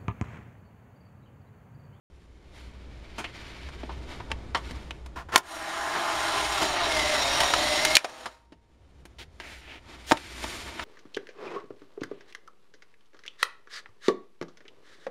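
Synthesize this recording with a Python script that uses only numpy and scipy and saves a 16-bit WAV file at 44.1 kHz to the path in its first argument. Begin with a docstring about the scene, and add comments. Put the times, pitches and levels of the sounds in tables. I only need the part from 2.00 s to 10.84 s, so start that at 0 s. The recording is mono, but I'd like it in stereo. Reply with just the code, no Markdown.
"""Over the low drone of a small room, an instant camera is picked up from a cloth-covered table, close to
the microphone; hands rub and its plastic case ticks and creaks. The film door scrapes and snaps shut.
A geared motor grinds, sags as the rollers squeeze the picture out, clacks twice, leaving a spring ringing,
and runs out. After the snap and the clack the recorder's gain control briefly ducks everything.
Last, the picture is pulled free and the camera is turned."""
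import sys
import numpy as np
from scipy import signal
from scipy.fft import rfft, irfft
from scipy.io import wavfile
from scipy.ndimage import uniform_filter1d

SR = 44100
rng = np.random.default_rng(int(sys.argv[2]) if len(sys.argv) > 2 else 0)


def inscribe(sig):
    """Save sig as 16-bit PCM at rate SR to the path in sys.argv[1].

    A 1-D sig is mono; a 2-D sig holds one channel per row.
    Samples are clipped to [-1, 1] before scaling.
    """
    pcm = np.round(np.clip(np.atleast_2d(sig).T, -1, 1) * 32767)
    wavfile.write(sys.argv[1], SR, pcm.astype(np.int16))


N = 389844
TIME = np.arange(N) / SR
HZ = np.fft.rfftfreq(N, 1 / SR)


def gain_of(db):
    """The decibel scale: amplitude grows tenfold every 20 dB."""
    return 10 ** (np.asarray(db) / 20)


def unit_rms(x):
    """Normalisation to a mean power of 1."""
    return x / np.sqrt(np.mean(x ** 2) + 1e-20)


def curve_at(points, hz):
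    """Linear interpolation over log frequency."""
    point_hz, value = np.transpose(points)
    return np.interp(np.log(hz + 1), np.log(point_hz + 1), value)


def add(mix, start_s, sound):
    """Superposition: a stereo sound adds to the mix from start_s on."""
    part = mix[:, round(start_s * SR):][:, :sound.shape[1]]
    part += sound[:, :part.shape[1]]


def resonances(modes, hz):
    """Resonance: each mode (frequency, bandwidth, height) adds a Lorentzian peak."""
    return sum(height / (1 + (2 * (hz - centre) / width) ** 2) for centre, width, height in modes)


def ripple(width_hz):
    """Modal overlap: the many small resonances of a hollow body merge into a spectral ripple of rms 1."""
    fine = rng.standard_normal(len(HZ))
    for _ in range(2):
        fine = uniform_filter1d(fine, max(round(width_hz / HZ[1]), 1))
    return unit_rms(fine)


def wander(rate_hz):
    """Band-limited noise: a smooth fluctuation of rms 1, up to about rate_hz."""
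    points = rng.standard_normal(int(N / SR * 2 * rate_hz) + 2)
    return unit_rms(signal.resample_poly(points, int(SR / (2 * rate_hz)) + 1, 1)[:N])


def swell(peak_s, length_s, rise_share=0.38, edge_db=-18):
    """The amplitude envelope of one movement: it rises to 1 and dies away more slowly."""
    distance = np.maximum((peak_s - TIME) / rise_share, (TIME - peak_s) / (1 - rise_share)) / length_s
    return gain_of(edge_db * np.minimum(distance, 4) ** 1.5)


def grains(per_s, size_db):
    """Shot noise: two trains of tiny impacts at random times, a few larger than the rest."""
    size = gain_of(size_db * np.minimum(rng.exponential(1, (2, N)), 5))
    return unit_rms(size * rng.choice([-1, 1], (2, N)) * (rng.random((2, N)) < per_s / SR))


def treble_of(x, hz):
    """High-pass filtering: the part of a sound above hz."""
    return irfft(rfft(x) * HZ ** 4 / (HZ ** 4 + hz ** 4), N)


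def minimum_phase(db):
    """Causality: the response with this gain that rings only after it is struck."""
    cepstrum = irfft(db * np.log(10) / 20)
    half = len(cepstrum) // 2
    cepstrum[1:half] *= 2
    cepstrum[half + 1:] = 0
    return np.exp(rfft(cepstrum))


# left-right coherence of a source in front: (frequency [Hz], correlation [-])
FRONT_COHERENCE = [(600, 0.95), (1400, 0.9), (2800, 0.47), (9000, 0.5)]
def spread(pair, hz, coherence=FRONT_COHERENCE):
    """Partial coherence: two unrelated spectra become left and right, most alike in the bass."""
    correlation = np.clip(curve_at(coherence, hz), -1, 1)
    mid = pair[0] * np.sqrt((1 + correlation) / 2)
    side = pair[1] * np.sqrt((1 - correlation) / 2)
    return np.array([mid + side, mid - side])


def coloured(pair, db, coherence=FRONT_COHERENCE):
    """Source and filter: two unrelated drives become a stereo sound of rms 1, shaped by db."""
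    return unit_rms(irfft(spread(rfft(pair), HZ, coherence) * gain_of(db), N))


# low noise of room and table: (frequency [Hz], relative level [dB])
RUMBLE_SPECTRUM = [(20, -8), (38, -13), (60, 2.5), (105, -11), (230, -17.5), (320, -17.5), (1000, -30.5),
                   (8000, -51), (15000, -76.5)]
# the table rumbles as the hands come in and tip the camera up, under the labouring motor,
# and as the camera is turned: (peak time [s], duration [s], level [dB])
TABLE_RUMBLES = [(0.905, 1.7, -45.5), (2.195, 3.24, -40), (4.997, 2.9, -46), (8.46, 1.1, -48)]
def rumble(drone_db=-53, hum_hz=60, hum_db=-3.5, waver=0.4):
    """Incoherent sources add in power: room drone and table set the level of a low noise and a hum."""
    table_power = sum((gain_of(db) * swell(peak_s, length_s)) ** 2 for peak_s, length_s, db in TABLE_RUMBLES)
    hum = np.sin(2 * np.pi * hum_hz * TIME + 0.51 * wander(4.0)) * (1 + waver * wander(4.8))
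    noise = coloured(rng.standard_normal((2, N)), curve_at(RUMBLE_SPECTRUM, HZ))
    return np.sqrt(gain_of(drone_db) ** 2 + table_power) * (noise + gain_of(hum_db) * hum)


# resonances of the plastic case, its hollow and the cloth's rasp:
# (frequency [Hz], bandwidth [Hz], gain [dB])
CASE_MODES = [(315, 190, 9), (693, 80, 5.5), (915, 110, 6), (1800, 120, 3), (3050, 90, 2.5)]
CAVITY_MODES = [(1080, 300, -4.5), (1480, 120, 1), (2100, 500, 1.5)]
RASP_MODES = [(2330, 110, 6.4)]
# friction noise of rubbing and of dry cloth: (frequency [Hz], relative level [dB])
RUB_SPECTRUM = [(100, -12), (330, -2), (520, -6), (900, -1), (1200, 0), (2000, -4), (3500, -4.5),
                (5000, -7.5), (8000, -13), (12000, -22), (15500, -36.5)]
RASP_SPECTRUM = [(700, -29.5), (1600, -1), (2400, -1), (4600, -6), (15000, -49)]
# left-right coherence of rubbing that comes from all around: (frequency [Hz], correlation [-])
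RUB_COHERENCE = [(400, 0.71), (1600, .52), (5000, .05)]
# hands and sleeves brush case and cloth:
# (peak time [s], duration [s], level [dB], relative treble [dB], relative rasp [dB])
HAND_STROKES = [(0.59, 0.27, -52.5, -1, -4.5), (0.95, 2, -58.5, -8, -2.5), (1.423, 1.2, -48, -4.5, 0),
                (1.942, 2.1, -50.5, -8, -19), (2.118, 0.17, -40, -7, -15), (2.684, 0.5, -44.5, -5, -13),
                (7.52, 0.32, -56.5, 11.5, 8), (7.926, 0.31, -46, -6, -19), (8.27, 0.88, -48, 6, 2.5),
                (8.482, 0.59, -39, 6, -4.5), (8.82, 0.91, -38, -7, -20)]
def hands(case_share=0.81, resting_db=-66.5, uneven_db=1.3, treble_hz=5200, left_lean_db=1):
    """Sliding friction: skin and cloth slip in tiny grains, and catching threads add a coarser rasp."""
    body_db = case_share * resonances(CASE_MODES, HZ) + resonances(CAVITY_MODES, HZ) + 1.5 * ripple(70)
    rub = coloured(grains(per_s=6200, size_db=0.5), curve_at(RUB_SPECTRUM, HZ) + body_db, RUB_COHERENCE)
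    threads = grains(per_s=5000, size_db=1.4)
    threads_db = curve_at(RASP_SPECTRUM, HZ) + resonances(RASP_MODES, HZ) + ripple(70)
    rasp = coloured(threads, threads_db, RUB_COHERENCE)
    treble = treble_of(rub, treble_hz)
    low_power = high_power = gain_of(resting_db) ** 2  # a faint rub goes on between strokes
    rasp_power = 0
    for peak_s, length_s, db, treble_db, rasp_db in HAND_STROKES:
        power = (gain_of(db) * swell(peak_s, length_s)) ** 2
        low_power = low_power + power
        high_power = high_power + power * gain_of(treble_db) ** 2
        rasp_power = rasp_power + power * gain_of(rasp_db) ** 2
    rubbing = (rub - treble) * np.sqrt(low_power) + treble * np.sqrt(high_power)
    rubbing += rasp * np.sqrt(rasp_power)
    return rubbing * gain_of(uneven_db * wander(20)) * gain_of([[left_lean_db / 2], [-left_lean_db / 2]])


DOOR_FROM_S, DOOR_TO_S = 3.1, 3.4
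# the hollow film door rings while it is pushed shut: (frequency [Hz], bandwidth [Hz], gain [dB])
DOOR_MODES = [(1040, 150, 6.5), (1240, 90, -5.5), (1435, 100, 9), (1900, 200, 2.5)]
# fingers grip the case, the door latches, the gears catch and clack, the picture snaps free, the camera
# turns: (time [s], level [dB], ring [Hz], bass re ring [dB], treble re ring [dB], decay T60 [s])
IMPACTS = [ (1.18, -33.5, 1370, -1.5, -12.5, 0.14), (1.241, -32.5, 2700, -12, -25, 0.079),
           (1.687, -42.5, 1500, -2, -22, 0.05), (1.833, -34, 600, 4, -37, 0.039),
           (1.892, -37, 1000, -12, -38, 0.085), (2.199, -38.5, 1010, -27, -38, 0.071),
           (2.3, -39, 1000, 1, -26, .12), (2.316, -27.5, 2800, -9.5, -20, 0.018),
           (2.547, -21.5, 1120, -15.5, -25.5, 0.065), (2.569, -35, 1000, -10, -19, 0.082),
           (2.709, -36.5, 298, 9, -17, 0.045), (2.908, -34.5, 3030, -8, -20, 0.022),
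           (3.061, -46, 950, -5, -9.5, .032), (3.359, 3, 1110, -15, -6.5, 0.012),
           (3.377, -13, 2000, -2, 2, 0.035), (3.945, -30.5, 1200, -8, -32, 0.2),
           (4.614, -25, 855, -3, -11.5, 0.15), (5.403, -20.5, 2580, -16, -8.5, 0.049),
           (5.537, -19, 1280, -19, -20, 0.028), (5.85, -18.5, 1700, -16, -5.5, 0.021),
           (5.953, -13, 4200, -51, -10.5, 0.023), (5.968, 8.5, 2700, -27, -10.5, 0.01),
           (6.044, -9.5, 630, -18, -20, 0.048), (6.257, -17, 1170, -11.5, -17, 0.06),
           (6.521, -37, 348, 3, -26.5, 0.058), (7.053, -47, 2720, 8.5, -3, 0.044),
           (7.4, -38, 1920, -8, -18, 0.028), (8.112, -19, 760, -11, -26, 0.028),
           (8.1195, -13, 945, -3, -19, 0.016), (8.171, -37, 2720, -25, -17, 0.037),
           (8.44, -30.5, 1000, -2, -16, 0.029), (8.794, -30.5, 1710, -11, -26, 0.035)]
def knocks(soft_t60=0.4, ring_db=3, shell_hz=4600, size=16384):
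    """Impact excitation: loose plastic parts chatter and die away, filtered by struck part and case."""
    t, hz = np.arange(size) / SR, np.fft.rfftfreq(size, 1 / SR)
    attack = round(0.012 * SR)  # the level holds for this opening stretch
    out = np.zeros((2, N))
    for start_s, db, ring_hz, bass_db, treble_db, t60 in IMPACTS:
        rise_s = (t60 / soft_t60) ** 2 / 20  # long knocks start softly
        chatter = rfft(rng.standard_normal((2, size)) * gain_of(-60 * t / t60) * (1 - np.exp(-t / rise_s)))
        # whiten the chatter, so that part and case alone set the colour
        chatter_db = 10 * np.log10(uniform_filter1d(abs(chatter) ** 2, size=120))
        chatter *= np.array([minimum_phase(-channel_db) for channel_db in chatter_db])
        part_spectrum = sorted([
            (60, bass_db - 10), (250, bass_db), (ring_hz, 0), (shell_hz, 0.5 * treble_db),
            (6300, 0.82 * treble_db), (10000, treble_db - 4), (15000, 1.6 * treble_db - 14)])
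        # each spot on the shell stirs its own mix of the higher resonances
        spot_db = 2.5 * np.interp(hz, HZ, ripple(220)) * np.minimum(hz / 2500, 1)
        door_modes = DOOR_MODES if DOOR_FROM_S < start_s < DOOR_TO_S else []
        modes_db = resonances([*CASE_MODES, *door_modes, (ring_hz, ring_hz / 2, ring_db)], hz)
        response = minimum_phase(curve_at(part_spectrum, hz) + spot_db + modes_db)
        knock = irfft(spread(chatter, hz) * response)
        attack_rms = np.sqrt(np.mean(knock[:, :attack] ** 2))
        add(out, start_s, gain_of(db) * knock[:, :size // 2] / attack_rms)
    return out


# the film door, and later the picture, slide on plastic:
# (start [s], end [s], first level [dB], last level [dB], spectral peak [Hz], relative treble [dB])
SLIDING_STROKES = [(3.157, 3.245, -36, -43, 1199, -17.5), (3.285, 3.335, -42.5, -45, 1380, -20),
                   (3.319, 3.387, -33.5, -16.5, 1350, -14.5), (7.183, 7.249, -42.5, -42.5, 3260, -9.5),
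                   (7.399, 7.617, -45.5, -44, 2230, -13), (7.612, 7.802, -54, -34.5, 2710, -19),
                   (8.063, 8.138, -47, -22, 3500, -0.5)]
def scrapes(bass_db=-9, attack_s=0.0054, release_share=0.46, focus_db=3):
    """Stick-slip friction in short strokes: the door rings hollow, the picture scrapes all around."""
    slips = grains(per_s=6000, size_db=1.9)
    out = np.zeros((2, N))
    for start_s, end_s, first_db, last_db, peak_hz, treble_db in SLIDING_STROKES:
        stroke = slips[:, round(start_s * SR):round(end_s * SR)]
        count = stroke.shape[1]
        t, hz = np.arange(count) / SR, np.fft.rfftfreq(count, 1 / SR)
        is_door = start_s < DOOR_TO_S
        modes, coherence = (DOOR_MODES, FRONT_COHERENCE) if is_door else (CAVITY_MODES, RUB_COHERENCE)
        colour_db = curve_at([(250, bass_db), (peak_hz, 0), (7000, treble_db), (15000, treble_db - 17)], hz)
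        colour_db += resonances([*CASE_MODES, *modes, (peak_hz, peak_hz / 2, focus_db)], hz)
        scrape = unit_rms(irfft(spread(rfft(stroke), hz, coherence) * gain_of(colour_db), count))
        fades = np.minimum(t / attack_s, 1) * np.minimum(t[::-1] / (release_share * t[-1]), 1)
        add(out, start_s, scrape * gain_of(np.linspace(first_db, last_db, count)) * fades)
    return out


def tooth_impacts(turns, count=23, backlash_turns=0.015):
    """Quasi-periodic excitation: an uneven pattern of strikes repeats each turn, loosened by backlash."""
    place, force = rng.random(count), unit_rms(rng.standard_normal(count))
    whole_turns = np.arange(int(turns[-1]))[:, None]
    play = backlash_turns * rng.standard_normal((len(whole_turns), count))
    strike_samples = np.interp(whole_turns + place + play, turns, np.arange(N)).astype(int)
    return unit_rms(np.bincount(strike_samples.ravel(), np.tile(force, len(whole_turns)), N))


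def drifting_colour(x, depth_db, size=512):
    """Spectral modulation: patches some hundred Hz wide swell and fade in about a tenth of a second."""
    spectra = signal.stft(x, nperseg=size)[2]
    patches = rng.standard_normal(spectra.shape[1:])
    for _ in range(2):
        patches = uniform_filter1d(uniform_filter1d(patches, size=6, axis=0), size=14, axis=1)
    return signal.istft(spectra * gain_of(depth_db * unit_rms(patches)), nperseg=size)[1][:, :N]


# gear noise running free and under load: (frequency [Hz], relative level [dB])
FREE_SPECTRUM = [(60, -24.5), (215, -19), (327, -12.5), (480, -16.5), (660, -4), (1050, -3), (1830, -7),
                 (2840, -14.5), (3900, -15), (6000, -19.5), (8870, -23), (12500, -32.5), (15500, -44.5)]
LOADED_SPECTRUM = [(60, -13.5), (139, -5.5), (215, -29), (278, -12.5), (423, -2.5), (480, -27.5),
                   (620, 1.5), (900, 0.5), (1520, -8), (3760, -3.5), (5580, -8), (8500, -15),
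                   (11700, -23.5), (15500, -37)]
# resonances of the gear frame: (frequency [Hz], bandwidth [Hz], gain [dB])
FRAME_MODES = [(322, 21, 8.5), (1630, 36, 4), (1806, 63, 5), (2160, 77, 4.5), (3050, 80, 2.5),
               (3800, 420, 4.5), (4310, 45, 4), (5595, 170, 8)]
def gear_grinding(turns, load, rattle=0.47, throb=0.073, treble_hz=4800):
    """Forced vibration: teeth scrape and rattle in the gear frame, and load brightens the noise."""
    drive = grains(per_s=9000, size_db=1.5)
    drive += rattle * np.array([tooth_impacts(turns), tooth_impacts(turns)])
    # the mesh tightens once a turn, and unevenly with the slower wheels
    drive = drive * (1 + throb * np.cos(2 * np.pi * turns)) * gain_of(wander(50.3))
    frame_db = resonances(FRAME_MODES, HZ) + 2 * ripple(35) * np.minimum(HZ / 2000, 1)
    free = coloured(drive, curve_at(FREE_SPECTRUM, HZ) + frame_db)
    loaded = coloured(drive, curve_at(LOADED_SPECTRUM, HZ) + frame_db)
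    grind = np.sqrt(1 - load) * free + np.sqrt(load) * loaded
    # the treble flares as the gears catch and dips as the motor bogs down
    treble_db = 7 * swell(peak_s=3.5, length_s=0.22) - 7.5 * swell(peak_s=4.79, length_s=0.28)
    grind += treble_of(grind, treble_hz) * (gain_of(treble_db) - 1)
    return drifting_colour(grind, depth_db=1.1)


# resonances that the pinion excites: (frequency [Hz], bandwidth [Hz], relative level [dB])
PINION_MODES = [(2090, 260, -9.5), (3740, 260, -13), (5680, 110, -12.5)]
def pinion_whine(speed, turns, mesh_order=13.5):
    """Swept resonance: the mesh tone and two overtones sing out where the speed carries them over a mode."""
    peaks = [(hz, width, gain_of(db)) for hz, width, db in PINION_MODES]
    out = np.zeros(N)
    for order in mesh_order * np.arange(1, 4):
        phase = 2 * np.pi * order * turns + 0.8 * wander(70)
        tone = np.sqrt(2) * np.cos(phase) * (1 + 0.35 * wander(140))
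        out += tone * resonances(peaks, order * speed)
    return out


# tones of the gears: (order [cycles per turn], relative level free [dB], relative level loaded [dB])
GEAR_ORDERS = [(1.6, -21, -30), (2, -38, -23), (3.2, -14, -35), (4, -17, -11)]
def gear_whine(speed, turns, load, steady_turns_per_s=148, stall_db=-73):
    """Rotational orders: tones follow multiples of the shaft speed and fade as it falls towards a stall."""
    jitter_rad = 0.45 + 0.4 * (1 - load)
    out = np.zeros(N)
    for order, free_db, loaded_db in GEAR_ORDERS:
        phase = 2 * np.pi * order * turns + jitter_rad * wander(45)
        tone = np.sqrt(2) * np.cos(phase) * (1 + 0.45 * wander(45))
        out += tone * (gain_of(free_db) + load ** 2 * (gain_of(loaded_db) - gain_of(free_db)))
    return out * gain_of(stall_db * np.clip(1 - speed / steady_turns_per_s, 0, 1))


CLACK_S = 5.968
def roller_load(feed_s=4.07, grip_s=4.98, full_load=0.96, cam_load=0.23):
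    """Mechanical load, 0-1: it builds as the rollers grip the picture; after the clack only a cam is left."""
    gripped = np.clip((TIME - feed_s) / (grip_s - feed_s), 0, 1)
    return np.where(TIME < CLACK_S, full_load * gripped, cam_load)


# the motor runs fast, then labours as the picture goes through: (time [s], speed [turns/s])
SHAFT_SPEED = [(3.55, 202), (4.0, 211), (4.22, 205), (4.53, 204), (4.83, 172), (4.92, 159), (5.04, 150),
               (5.13, 154), (5.2, 142), (5.27, 137.5), (5.41, 143), (5.5, 139), (5.69, 152), (5.78, 151),
               (5.94, 159)]
def motor(on_s=3.399, off_s=6.245, rise_s=0.13, coast_t60=0.39, free_db=-29, load_db=5.5, surge_db=5.5):
    """Gear noise: one shaft drives grinding and whine, slower and louder under the rollers' load."""
    speed = np.interp(TIME, *np.transpose(SHAFT_SPEED)) * (1 + 0.008 * wander(25))
    turns = np.cumsum(speed) / SR
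    load = roller_load()
    grind = gain_of(-3) * gear_grinding(turns, load)
    whine = load ** 2 * pinion_whine(speed, turns) + gear_whine(speed, turns, load)
    fade_in = np.clip((TIME - on_s) / rise_s, 0, 1)
    run_out = gain_of(-60 * np.maximum(TIME - off_s, 0) / coast_t60)
    level_db = free_db + load_db * load ** 2 + surge_db * swell(peak_s=3.707, length_s=1)
    return fade_in * run_out * gain_of(level_db) * (grind + whine)


# modes of a spring: (frequency [Hz], level [dB], decay T60 [s])
SPRING_MODES = [(594, -25.5, 0.54), (930, -33, 1.2)]
def spring():
    """Damped free vibration: two faint modes ring on after the clack."""
    t = np.maximum(TIME - CLACK_S, 0)
    return sum(gain_of(db - 60 * t / t60) * np.sin(2 * np.pi * hz * t) for hz, db, t60 in SPRING_MODES)


# reverberation time of the small room: (frequency [Hz], decay T60 [s])
ROOM_DECAY = [(500, 0.19), (4000, 0.1), (12000, 0.088)]
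def room(x, density=0.08, gap_s=0.006, size=20000):
    """Reverberation: sparse reflections of random sign, each band dying at its own rate."""
    taps = rng.choice([-1., 1.], (2, size)) * (rng.random((2, size)) < density)
    taps[:, :round(gap_s * SR)] = 0
    taps = irfft(spread(rfft(taps), np.fft.rfftfreq(size, 1 / SR)))
    hz, t, spectra = signal.stft(taps, SR, nperseg=256)
    decay = gain_of(-60 * t / curve_at(ROOM_DECAY, hz)[:, None])
    tail = signal.istft(spectra * decay, SR, nperseg=256)[1]
    return signal.fftconvolve(x, tail / np.linalg.norm(tail[0]), axes=1)[:, :N]


def scene(room_db=-18):
    """Superposition: the camera's direct sound, its reverberation, and a rumble that leans to the left."""
    camera = motor() + knocks() + scrapes() + spring() + hands()
    return camera + gain_of(room_db) * room(camera) + rumble() * gain_of([[0.7], [-0.7]])


def gain_control(x, limit_db=-5.5, recover_db_per_s=18.5, size=132):
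    """Limiting: the gain drops at once to hold a hard snap at the limit, then creeps back."""
    power_db = 10 * np.log10(abs(uniform_filter1d((x ** 2).mean(0), size)) + 1e-12)
    recovery_db = recover_db_per_s * TIME
    held_peak_db = np.maximum.accumulate(power_db + recovery_db) - recovery_db
    over_db = np.maximum(held_peak_db - limit_db, 0)
    return x * gain_of(-uniform_filter1d(over_db, size // 4))


# narrow dips in the microphone's response: (frequency [Hz], bandwidth [Hz])
MICROPHONE_NOTCHES = [(5915, 90), (7860, 280)]
def record(dry, start_s=0.1, overload=0.9, edge_hz=15750):
    """Transduction: the microphone's dips, gain control, clipping of the hardest snaps, a band limit."""
    for hz, width in MICROPHONE_NOTCHES:
        dry = signal.lfilter(*signal.iirnotch(hz, hz / width, SR), dry)
    clipped = np.clip(gain_control(dry) * (TIME > start_s), -overload, overload)
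    low_pass = signal.firwin(511, edge_hz, window=("kaiser", 9), fs=SR)
    return signal.oaconvolve(clipped, low_pass[None], "same")


dry = scene()
out = record(dry)
inscribe(out)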